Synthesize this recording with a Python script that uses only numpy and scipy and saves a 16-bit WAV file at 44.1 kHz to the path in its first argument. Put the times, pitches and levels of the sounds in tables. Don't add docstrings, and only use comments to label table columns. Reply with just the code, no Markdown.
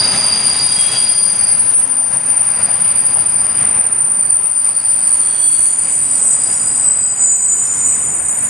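import sys
import numpy as np
from scipy import signal
from scipy.fft import rfft, irfft, next_fast_len
from scipy.io import wavfile
from scipy.ndimage import uniform_filter1d, minimum_filter1d

SR = 44100
rng = np.random.default_rng(int(sys.argv[2]) if len(sys.argv) > 2 else 0)


def ratio_of_db(decibels):
    return 10 ** (np.asarray(decibels, float) / 20)


def master_out(mix):
    frames = np.transpose(np.atleast_2d(mix))
    ceiling = np.clip(frames, -1, 1)
    pcm = np.round(ceiling * 32767).astype(np.int16)
    wavfile.write(sys.argv[1], SR, pcm)


N = 374403
T = np.arange(N) / SR
STEREO = np.array([[1], [-1]])


def unit(x):
    return x / np.sqrt(np.mean(np.abs(x) ** 2))


def curve(rows, col=1):
    rows = np.array(rows)
    return np.interp(T, rows[:, 0], rows[:, col])


def walk(rate_hz):
    hold = int(SR / rate_hz)
    steps = np.repeat(rng.standard_normal(N // hold + 1), hold)
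    return unit(uniform_filter1d(uniform_filter1d(steps, hold), hold)[:N])


def slips(rows):
    return sum(db * np.clip(1 - np.abs(T - s) / half_s, 0, 1) for s, db, half_s in rows)


def bites(rows):
    power = 0
    for s, peak_db, rise, fall in rows:
        drop_db = np.where(T < s, rise * (s - T), fall * (T - s))
        power = power + ratio_of_db(peak_db - drop_db) ** 2
    return np.sqrt(power)


def flutter(width_hz, steep, edge_db=0.):
    hop = 8
    size = next_fast_len(N // hop + 2)
    f = np.fft.fftfreq(size, hop / SR)
    z = rng.standard_normal(size) + 1j * rng.standard_normal(size)
    z = z * (1 + (f / width_hz) ** 2) ** (-steep / 2)
    z = z * ratio_of_db(edge_db * np.clip(-f / width_hz - .4, 0, .2) * 3.1)
    return unit(signal.resample(np.fft.ifft(z), size * hop)[:N])


def band_noise(noise, low_hz, high_hz, order):
    sos = signal.butter(order, [low_hz, high_hz], "band", fs=SR, output="sos")
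    return unit(signal.sosfilt(sos, noise))


# centre in Hz, width in Hz, level in dB.
FAN_HUMS = [
    (258, 2.7, -47),
    (1001, 86, -45.5),
    (646, 25, -50.5),
]


def fans():
    return sum(ratio_of_db(db) * np.real(flutter(width_hz, 2.8) * np.exp(2j * np.pi * hz * T))
               for hz, width_hz, db in FAN_HUMS)


# time in seconds, level in dB.
ROLL_LEVEL = [(0, -27), (.4, -30.5), (1.1, -34), (1.6, -33), (2.0, -37.5), (2.5, -33.5), (3.2, -33),
              (3.7, -33), (3.85, -34.5), (4.3, -36), (4.55, -41), (5.1, -36.5), (5.42, -39), (6.0, -38),
              (6.7, -34.5), (7.37, -40), (7.66, -36), (8.49, -35.5)]
# frequency in Hz, density in dB per Hz.
ROLL_SPECTRUM = [(25, -26), (50, -9), (100, 0.5), (210, -0.5), (320, -7), (420, -6), (800, -3.5),
                 (1500, -6), (2500, -8.5), (3600, -16.5), (5500, -19), (8000, -18), (10200, -18),
                 (11000, -33.5), (11500, -55)]
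# frequency in Hz, side minus mid in dB.
ROLL_WIDTH = [(60, -15), (110, -24), (190, -18.5), (350, -16), (620, -16.5), (1120, -14), (2010, -13.5),
              (3610, -11), (6490, -10.5), (11600, -1.5)]
# time in seconds, change in dB.
BLOCK_DRAG = [(0, 4.5), (.95, 9), (1.2, 1.5), (2.0, -1), (4.4, -2.5), (5.45, 3.5), (6.3, 0.5), (8.49, -4)]
# time in seconds, rise in dB.
JOLTS = [(0.153, 3.5), (.6, 1.5), (.95, 3.5), (1.3, 0), (2.139, 4), (2.3, 1.5), (2.62, 4), (3.2, 1.5),
         (3.45, .5), (3.622, 3), (3.78, 2.5), (4.46, 2), (4.67, 4.5), (5.06, .3), (5.88, 4.5), (6.2, 1.5),
         (6.5, 3), (6.991, 1.5), (7.21, 3)]
# share of rolling level, of jolts, of drag, drift in dB/s.
PART_RESPONSE = [
    (1.1, 0.78, 0.041, 0.3),
    (0.97, 1.04, .02, -0.03),
    (0.87, 1.2, 0.81, -0.5),
    (0.69, 1.5, 1, 0.1),
    (0.62, 1.65, 0.47, -1.5),
]


def rolling():
    f = np.fft.rfftfreq(N, 1 / SR) + 1
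    spectrum, width = np.array(ROLL_SPECTRUM), np.array(ROLL_WIDTH)
    tilt = ratio_of_db(np.interp(np.log(f), np.log(spectrum[:, 0]), spectrum[:, 1]))
    jolt_db = slips([(s, db, 0.051) for s, db in JOLTS])
    level_db = curve(ROLL_LEVEL)
    controls = np.array([level_db - level_db.mean(), jolt_db, curve(BLOCK_DRAG), T - T.mean()])
    part_db = np.array(PART_RESPONSE) @ controls
    handover = np.log([250, 600, 2000, 4000, 6500, 9000])
    parts = np.eye(5)[[0, 1, 1, 2, 3, 4]].T
    shared = walk(11)
    out = 0
    for hz in 25 * 2 ** np.arange(0, 9.1, .5):
        shape = tilt * np.cos(np.pi * np.clip(np.log2(f / hz), -.5, .5))
        mid, side = irfft(rfft(rng.standard_normal((2, N))) * shape, N)
        share = np.array([np.interp(np.log(hz), handover, part) for part in parts])
        db = share @ part_db
        db = db + (0.38 + 0.49 * share[2]) * shared + 1.0 * walk(6)
        side_db = np.interp(np.log(hz), np.log(width[:, 0]), width[:, 1]) + 1.5
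        lean_db = np.interp(np.log2(hz), [7, 10, 12], [-.3, .6, .1])
        out = out + ratio_of_db(db + STEREO * lean_db) * (mid + STEREO * ratio_of_db(side_db) * side)
    return ratio_of_db(-30.5) * unit(out)


# time in seconds, thud in dB.
JOINT_THUDS = [(.15, -20), (.95, -23), (2.15, -21), (2.62, -20.5), (3.179, -24), (2.8, -25), (3.45, -30),
               (3.62, -24), (3.77, -24), (4.03, -27), (4.3, -32), (5.8, -35), (6.5, -40), (7.83, -27),
               (8.08, -30)]


def joints():
    thud = band_noise(rng.standard_normal(N), 100, 210, 3)
    out = np.zeros(N)
    for s, thud_db in JOINT_THUDS:
        age = np.maximum(T - s + 0.019, 0)
        out += ratio_of_db(thud_db) * (1 - np.exp(-age / 0.036)) * np.exp(-age / 0.037) * thud
    return out


# time in seconds, level in dB.
COUPLING_KNOCKS = [(.245, -32), (2.15, -34), (2.69, -31.5), (3.16, -30.5), (3.785, -33), (6.26, -39),
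                   (6.79, -38)]


def knocks():
    hollow = band_noise(rng.standard_normal(N), 560, 900, 2)
    gain = 0
    for s, db in COUPLING_KNOCKS:
        decay_s = np.where(T < s, .008, .035)
        gain = gain + ratio_of_db(db) * (T > s - .02) * np.exp(-np.abs(T - s) / decay_s)
    return gain * hollow


# time in seconds, level in dB, centre in Hz, length in seconds.
GRIT_TICKS = [(0.928, -40, 11500, .014), (2.43, -24, 9800, .004), (2.8, -49.5, 11400, .01),
              (3.2, -36, 9800, .008), (4.1, -39, 9650, .008), (4.475, -43, 11600, .014),
              (5.7, -48, 11400, .01)]


def ticks():
    grit = rng.standard_normal((2, N))
    return sum(ratio_of_db(db) * np.exp(-((T - s) / length_s) ** 2) * band_noise(grit, hz * .97, hz * 1.03, 2)
               for s, db, hz, length_s in GRIT_TICKS)


def ring(mode, rows, steady, steep, side_db, lag, wobble_db=0., gain_db=0., edge_db=0.):
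    from_s, to_s, start_hz, end_hz, width_hz = mode
    hz = np.interp(T, [from_s, to_s], [start_hz, end_hz])
    fade_in = T - from_s + (from_s <= 0)
    fade_out = to_s - T + (to_s > T[-1] - .02)
    fade = np.clip(np.minimum(fade_in, fade_out) / 0.14, 0, 1)
    steady = np.clip(steady, 0, 1)
    mid = steady + np.sqrt(1 - steady ** 2) * flutter(width_hz, steep, edge_db)
    side = ratio_of_db(side_db) * flutter(width_hz, steep, edge_db)
    phase = 2 * np.pi * np.cumsum(hz) / SR + STEREO * lag * walk(2.475)
    level = bites(rows) * ratio_of_db(gain_db + wobble_db * walk(9)) * fade
    return np.sqrt(2) * level * np.real(np.exp(1j * phase) * (mid + STEREO * side))


# from s, to s, start in Hz, end in Hz, width in Hz.
FAINT_LOW_MODES = [(5.6, 8.2, 4885, 4880, 40), (4.1, 6.4, 4550, 4570, 50), (0, 3.6, 6185, 6150, 40),
                   (5.1, 7.1, 6170, 6170, 55), (7, 8.49, 6110, 6130, 30), (.1, 1.6, 3278, 3270, 22),
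                   (0, 1.2, 3822, 3812, 26), (5.1, 5.9, 3350, 3340, 35), (5.9, 7.05, 5670, 5665, 40),
                   (7.5, 8.49, 5300, 5300, 40), (6.3, 7.1, 4070, 4070, 30), (4, 4.45, 4765, 4760, 25)]
# peak in seconds, peak in dB, rise in dB/s, fall in dB/s.
FAINT_LOW_BITES = [
    [(5.85, -39, 160, 87), (6.45, -35.5, 30, 14), (7.15, -44, 8, 17)],
    [(4.3, -48, 40, 60), (4.79, -41, 72, 32.8), (5.45, -36.5, 25.3, 21.8)],
    [(.15, -35.5, 2.5, 19), (.75, -42, 45, 7.3), (1.19, -42, 10, 11), (2.95, -49, 5.3, 13)],
    [(5.85, -42, 15, 50), (6.45, -47, 3.5, 28)],
    [(7.23, -53, 59.7, 21), (7.77, -41.5, 26, 9.7)],
    [(.1, -39, 9.8, 15), (.47, -40, 100, 16), (.82, -29.5, 72, 55), (.97, -34, 39, 72), (1.22, -42, 20, 30)],
    [(0, -36, 11, 29), (.58, -39, 150, 20)],
    [(5.45, -44, 35, 32.6)],
    [(6.2, -42.5, 80, 18), (6.9, -47, 19, 60)],
    [(7.671, -44, 150, 27)],
    [(6.95, -53.5, 6, 80)],
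    [(4.3, -44, 40, 90)],
]
# from s, to s, start in Hz, end in Hz, width in Hz.
FAINT_HIGH_MODES = [(0, 6.2, 8790, 8760, 50), (1.5, 4.6, 7750, 7745, 60), (5.3, 7.2, 10120, 10110, 110),
                    (.7, 3.3, 10900, 10890, 110), (7.1, 8.49, 11950, 11950, 110),
                    (5.38, 5.55, 11950, 11950, 110), (.4, 1.15, 8050, 8050, 70)]
# peak in seconds, peak in dB, rise in dB/s, fall in dB/s.
FAINT_HIGH_BITES = [
    [(.6, -50, 3, 2.7), (2.1, -34, 55, 40), (3.1, -35, 25, 40), (3.7, -36.5, 20, 15), (4.63, -38, 32, 40),
     (5.2, -39, 15, 17)],
    [(4.3, -52, 2, 12)],
    [(5.7, -44, 14, 5), (6.18, -35, 120, 12), (6.6, -37.5, 13, 11)],
    [(.91, -46, 70, 138), (1.77, -40.5, 37, 120), (2.85, -40, 62, 73)],
    [(7.6, -49.5, 2.9, 1.1)],
    [(5.46, -41.5, 225, 181)],
    [(.65, -42, 60, 5.4), (.95, -35, 25, 98)],
]


def faint_wheels():
    modes = zip(FAINT_LOW_MODES + FAINT_HIGH_MODES, FAINT_LOW_BITES + FAINT_HIGH_BITES)
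    return sum(ring(mode, rows, steady=0.33, steep=1.65, side_db=-8.5, lag=0.098, wobble_db=1.5)
               for mode, rows in modes)


# from s, to s, start in Hz, end in Hz, width in Hz.
HALO_MODES = [(4.3, 8.49, 8080, 8115, 93), (5, 8.49, 7085, 7095, 75), (0, 3.35, 4790, 4815, 88),
              (3.15, 5.4, 4875, 4900, 70)]
# peak in seconds, peak in dB, rise in dB/s, fall in dB/s.
HALO_BITES = [
    [(4.45, -48, 100, 60), (4.9, -42.5, 65, 60), (5.3, -41, 15, 1.5), (6.34, -25.5, 27, 22),
     (6.81, -25.5, 36, 6.6), (7.7, -26.5, 12, 14)],
    [(5.0, -49, 11, 34), (6.27, -38, 21, 18), (7.0, -38, 28, 5), (7.67, -28, 17, 6.2)],
    [(.55, -25, 1.5, 32), (.95, -26, 23, 29), (1.49, -36.5, 9.7, 51), (2.63, -38.5, 26, 39),
     (2.88, -41.5, 60, 48), (3.15, -41.5, 12, 18)],
    [(3.35, -40.5, 40, 27), (3.58, -39, 30, 130), (4.66, -46, 60, 10), (5.05, -46, 20, 40)],
]
HALO_GAINS = [4.7, 4.4, 3.5, 1.4]


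def halo_wheels():
    return [ring(mode, rows, steady=0, steep=1.91, side_db=-9.0, lag=0.17, wobble_db=2.5,
                 gain_db=db, edge_db=-1.5)
            for mode, rows, db in zip(HALO_MODES, HALO_BITES, HALO_GAINS)]


# from s, to s, start in Hz, end in Hz, width in Hz.
LOCKED_MODES = [(4.7, 8.49, 8044, 8067, 5), (5.8, 8.45, 8200, 8220, 8.9), (4.4, 8.49, 7044, 7053, 7.7),
                (5.7, 8.49, 7140, 7142, 10), (0, 1.9, 4752, 4765, 12)]
# peak in seconds, peak in dB, rise in dB/s, fall in dB/s.
LOCKED_BITES = [
    [(5.45, -31, 105, 98), (6.28, -22, 11, 30), (7.04, -9.5, 24, 14.5), (7.86, -8, 402, 174)],
    [(6.35, -39, 22, 3), (8.01, -30, 24, 8)],
    [(4.67, -53.5, 6, 8), (5.11, -46, 100, 102), (5.35, -49, 41, 7), (5.85, -37, 17, 28),
     (6.25, -30.5, 96, 6), (7.27, -19.5, 57, 11), (7.86, -21, 13.5, 32), (8.49, -36, 15, 11)],
    [(6.75, -55, 150, 48), (7.88, -41, 25, 9)],
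    [(0, -33.5, 11, 71), (.35, -21, 37, 32), (.72, -23, 19, 122), (.97, -20.5, 145, 147),
     (1.39, -32, 41, 187), (1.59, -40, 73, 55)],
]


def locked_wheels():
    return [ring(mode, rows, steady=0.92, steep=1.45, side_db=-18, lag=0.17, wobble_db=1.8)
            for mode, rows in zip(LOCKED_MODES, LOCKED_BITES)]


# time in seconds, change in dB, half length in seconds.
FIRST_WHEEL_SLIPS = [(4.72, -15, 0.088), (4.87, -8, 0.059), (5.19, -14, 0.068), (5.37, -10, .07),
                     (5.51, -27, 0.032), (7.79, -22, 0.13)]
# time in
# seconds, change in dB, half length in seconds.
BEATS_8K = [(5.615, -2, 0.045), (5.847, -3, 0.027), (5.911, 6, 0.03), (6.062, -2, 0.14),
            (6.302, 3, 0.063), (6.439, -1, 0.051), (6.607, 2, 0.027), (6.667, -4, 0.045),
            (6.846, 2.5, 0.14), (7.178, -2, 0.14), (7.417, -2.5, 0.053), (7.527, 5, 0.03),
            (7.577, -1, 0.027), (8.05, -2.5, 0.12), (8.295, 5.9, 0.046), (8.401, 4, 0.03)]
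# time in seconds, change in dB, half length in seconds.
BEATS_7K = [(6.194, 5.1, 0.044), (6.324, 4, 0.027), (6.872, -10.1, 0.03), (6.972, -6, 0.034),
            (7.136, -2, 0.066), (7.521, 5, 0.039), (7.693, -1, 0.18), (7.856, 4, 0.033),
            (7.996, -8, 0.04), (8.217, -3, 0.11)]
# time in seconds, change in dB, half length in seconds.
BEATS_5K = [(0.0, 4.5, 0.11), (0.21, 5, 0.08), (0.345, 5, 0.03), (0.423, -4, 0.05), (0.605, 6.5, 0.039),
            (0.607, -3, 0.15), (0.842, -3, 0.15), (1.018, -4.4, 0.03), (1.211, -2.5, 0.19),
            (1.503, 1, 0.17), (1.78, -3, 0.045), (1.924, 2, 0.03)]
# time in seconds, change in dB, half length in
# seconds.
ALL_LOWER_STEPS = [(6.38, -3, 0.043), (6.87, 2.5, 0.033), (6.9, -7, 0.014), (7.17, -3, 0.06),
                   (7.22, 2.5, 0.03)]


def lower_squeal():
    rings, halos = locked_wheels(), halo_wheels()
    first = rings[0] * ratio_of_db(slips(FIRST_WHEEL_SLIPS))
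    upper = (first + rings[1] + halos[0]) * ratio_of_db(slips(BEATS_8K))
    middle = (rings[2] + rings[3] + halos[1]) * ratio_of_db(slips(BEATS_7K))
    low = (rings[4] + halos[2]) * ratio_of_db(slips(BEATS_5K)) + halos[3]
    lean_db = STEREO * -.2
    return (upper + middle + low + faint_wheels()) * ratio_of_db(slips(ALL_LOWER_STEPS) + lean_db)


# from s, to s, start in Hz, end in Hz, width in Hz.
MAIN_MODES = [(0, 5.3, 9182, 9148, 12.4), (.3, 4.7, 9218, 9186, 11), (3.2, 7.2, 9108, 9122, 4),
              (6.7, 8.49, 9013, 9025, 17), (0, 7.1, 9222, 9160, 128), (6.8, 8.49, 9080, 9075, 120)]
# peak in seconds, peak in dB, rise in dB/s, fall in dB/s.
MAIN_BITES = [
    [(0, -15, 5, 30), (.9, -15.5, 5.5, 4.2), (1.7, -15.5, 4.6, 17), (2.36, -17, 32, 2.3)],
    [(.62, -17, 80, 25), (1.22, -7, 50, 64), (2.3, -23, 30, 24), (3.1, -18, 30, 20), (3.75, -19, 30, 34),
     (4.3, -26.5, 30, 28)],
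    [(3.6, -26.5, 24, 10), (4.3, -24.5, 15, 10), (5.13, -18.5, 27, 80), (5.53, -14.5, 30, 47),
     (5.99, -21, 38, 21), (6.7, -22.5, 12, 41)],
    [(7.23, -37, 13, 53), (7.84, -31, 14, 2.3), (8.32, -24, 130, 190)],
    [(.25, -13, 120, 28), (1.44, -18.5, 5.4, 18), (2.65, -17.5, 17, 3.7), (4.9, -30, 2.6, 6),
     (5.91, -28.5, 4, 13)],
    [(7.2, -42, 4, 5), (8.2, -37, 4, 4.4)],
]
# time in seconds, summed level in dB.
MAIN_GRIP = [(0, -16.5), (.45, -16.5), (1.0, -12), (1.3, -13.5), (2.4, -12), (3.2, -12), (4.4, -13),
             (5.1, -12), (5.6, -11.5), (5.8, -15), (6.5, -15), (6.9, -23), (7.33, -31), (7.67, -20.5),
             (8.49, -19)]
# time in seconds, change in dB, half length in seconds.
MAIN_SLIPS = [(.47, 6.5, 0.034), (.62, -1.5, 0.34), (.94, -7.5, 0.088), (1.08, -4, 0.056),
              (1.35, -7, 0.029), (1.57, -4.5, 0.03), (1.66, -8, 0.025), (1.89, -6, 0.072), (2.08, -5, 0.1),
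              (2.21, -8, 0.06), (2.35, -6.5, 0.016), (2.56, -3.5, 0.13), (2.69, -6.5, 0.02),
              (2.79, -6, 0.068), (2.94, -11.5, 0.021), (3.12, -5, 0.073), (3.25, -8, 0.021),
              (3.53, -8, 0.021), (3.76, -2.5, .06), (3.8, 13, 0.016), (3.83, -4, 0.046), (3.91, -2, 0.1),
              (4.5, -3.5, 0.17), (4.74, -12, 0.03), (4.82, -11.5, 0.034), (4.99, -3.5, 0.071),
              (5.34, -2.5, 0.18), (6.38, -5.5, 0.075), (7.23, 9.5, 0.023), (7.92, -2, 0.054)]
# time in seconds, change in dB, half length in seconds.
MAIN_BEATS = [(0.186, 1.5, 0.023), (0.265, 3, 0.012), (0.463, 0, 0.011), (0.664, 10, 0.0095),
              (0.702, -5, 0.032), (0.806, 5.5, 0.014), (0.902, -8.8, 0.017), (0.93, 7, 0.011),
              (1.002, 9, 0.013), (1.062, -6.9, 0.012), (1.101, 5.5, 0.011), (1.145, -10, 0.016),
              (1.255, 5, 0.011), (1.698, 8.0, 0.012), (1.726, -4, 0.022), (1.758, 6, 0.018),
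              (1.824, -8.9, 0.012), (1.844, 7.9, 0.012), (1.952, -5, 0.016), (2.007, 3, 0.011),
              (2.127, -3, 0.015), (2.171, 8.0, 0.012), (2.293, -4, 0.01), (2.403, 5.5, 0.012),
              (2.444, -8.0, 0.014), (2.638, 9.5, 0.012), (2.68, -9, 0.012), (2.812, 8.0, 0.012),
              (2.995, 4, 0.026), (3.035, -9, 0.018), (3.145, 9, 0.012), (3.231, -8, 0.015),
              (3.38, -9, 0.012), (3.502, -5.7, 0.018), (3.566, -6, 0.011), (3.726, -6.5, 0.012),
              (3.738, 2.5, 0.06), (3.859, 5.5, 0.026), (3.893, -9, 0.018), (4.141, -4, 0.029),
              (4.214, 7, 0.018), (4.236, -3, 0.06), (4.302, 6, 0.012), (4.35, 7, 0.024), (4.386, -5, 0.01),
              (4.478, 4, 0.018), (4.667, -3, 0.012), (4.691, 6.5, 0.014), (5.128, 6, 0.021),
              (5.48, 6.5, 0.011), (5.565, -6, 0.02), (5.763, -8.1, 0.024), (5.789, 7.5, 0.011),
              (5.869, -10, 0.012), (5.94, 5, 0.013), (6.154, 6.2, 0.011), (6.21, -14, 0.012),
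              (6.356, 11, 0.012), (6.679, 6.1, 0.03), (6.767, 4.9, 0.06)]


def main_squeal():
    wheels = sum(ring(mode, rows, steady=0.7, steep=1.97, side_db=-11, lag=0.4)
                 for mode, rows in zip(MAIN_MODES[:-2], MAIN_BITES))
    wheels = wheels + sum(ring(mode, rows, steady=0, steep=2.65, side_db=-8.5, lag=0.36, gain_db=2.8)
                          for mode, rows in zip(MAIN_MODES[-2:], MAIN_BITES[-2:]))
    span = int(0.078 * SR)
    power = uniform_filter1d(uniform_filter1d(wheels.mean(axis=0) ** 2, span), span)
    grip_db = curve(MAIN_GRIP) + slips(MAIN_SLIPS) + 0.76 * slips(MAIN_BEATS)
    return wheels / np.sqrt(power + 1e-9) * ratio_of_db(grip_db)


# time in seconds, left minus right in dB.
MAIN_PAN = [(0.0, 1.5), (0.52, 3), (1.82, 4), (4.3, 0), (4.47, 4), (5.13, 0), (6.29, -1), (6.43, 2.5),
            (7.12, -1), (8.49, 0.5)]


def squeal():
    pan_db = STEREO * (curve(MAIN_PAN) + 0.67) / 2
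    return lower_squeal() + main_squeal() * ratio_of_db(pan_db)


def scene():
    return fans() + rolling() + joints() + knocks() + ticks() + squeal()


def band_limit(x):
    return signal.sosfilt(signal.butter(12, 12250, fs=SR, output="sos"), x)


def record(dry):
    span = int(.004 * SR)
    headroom = np.minimum(.86 / (np.abs(dry).max(axis=0) + 1e-9), 1)
    held = minimum_filter1d(headroom, 2 * span)
    gain = uniform_filter1d(uniform_filter1d(held, span), span)
    return band_limit(dry * gain)


dry = scene()
out = record(dry)
master_out(out)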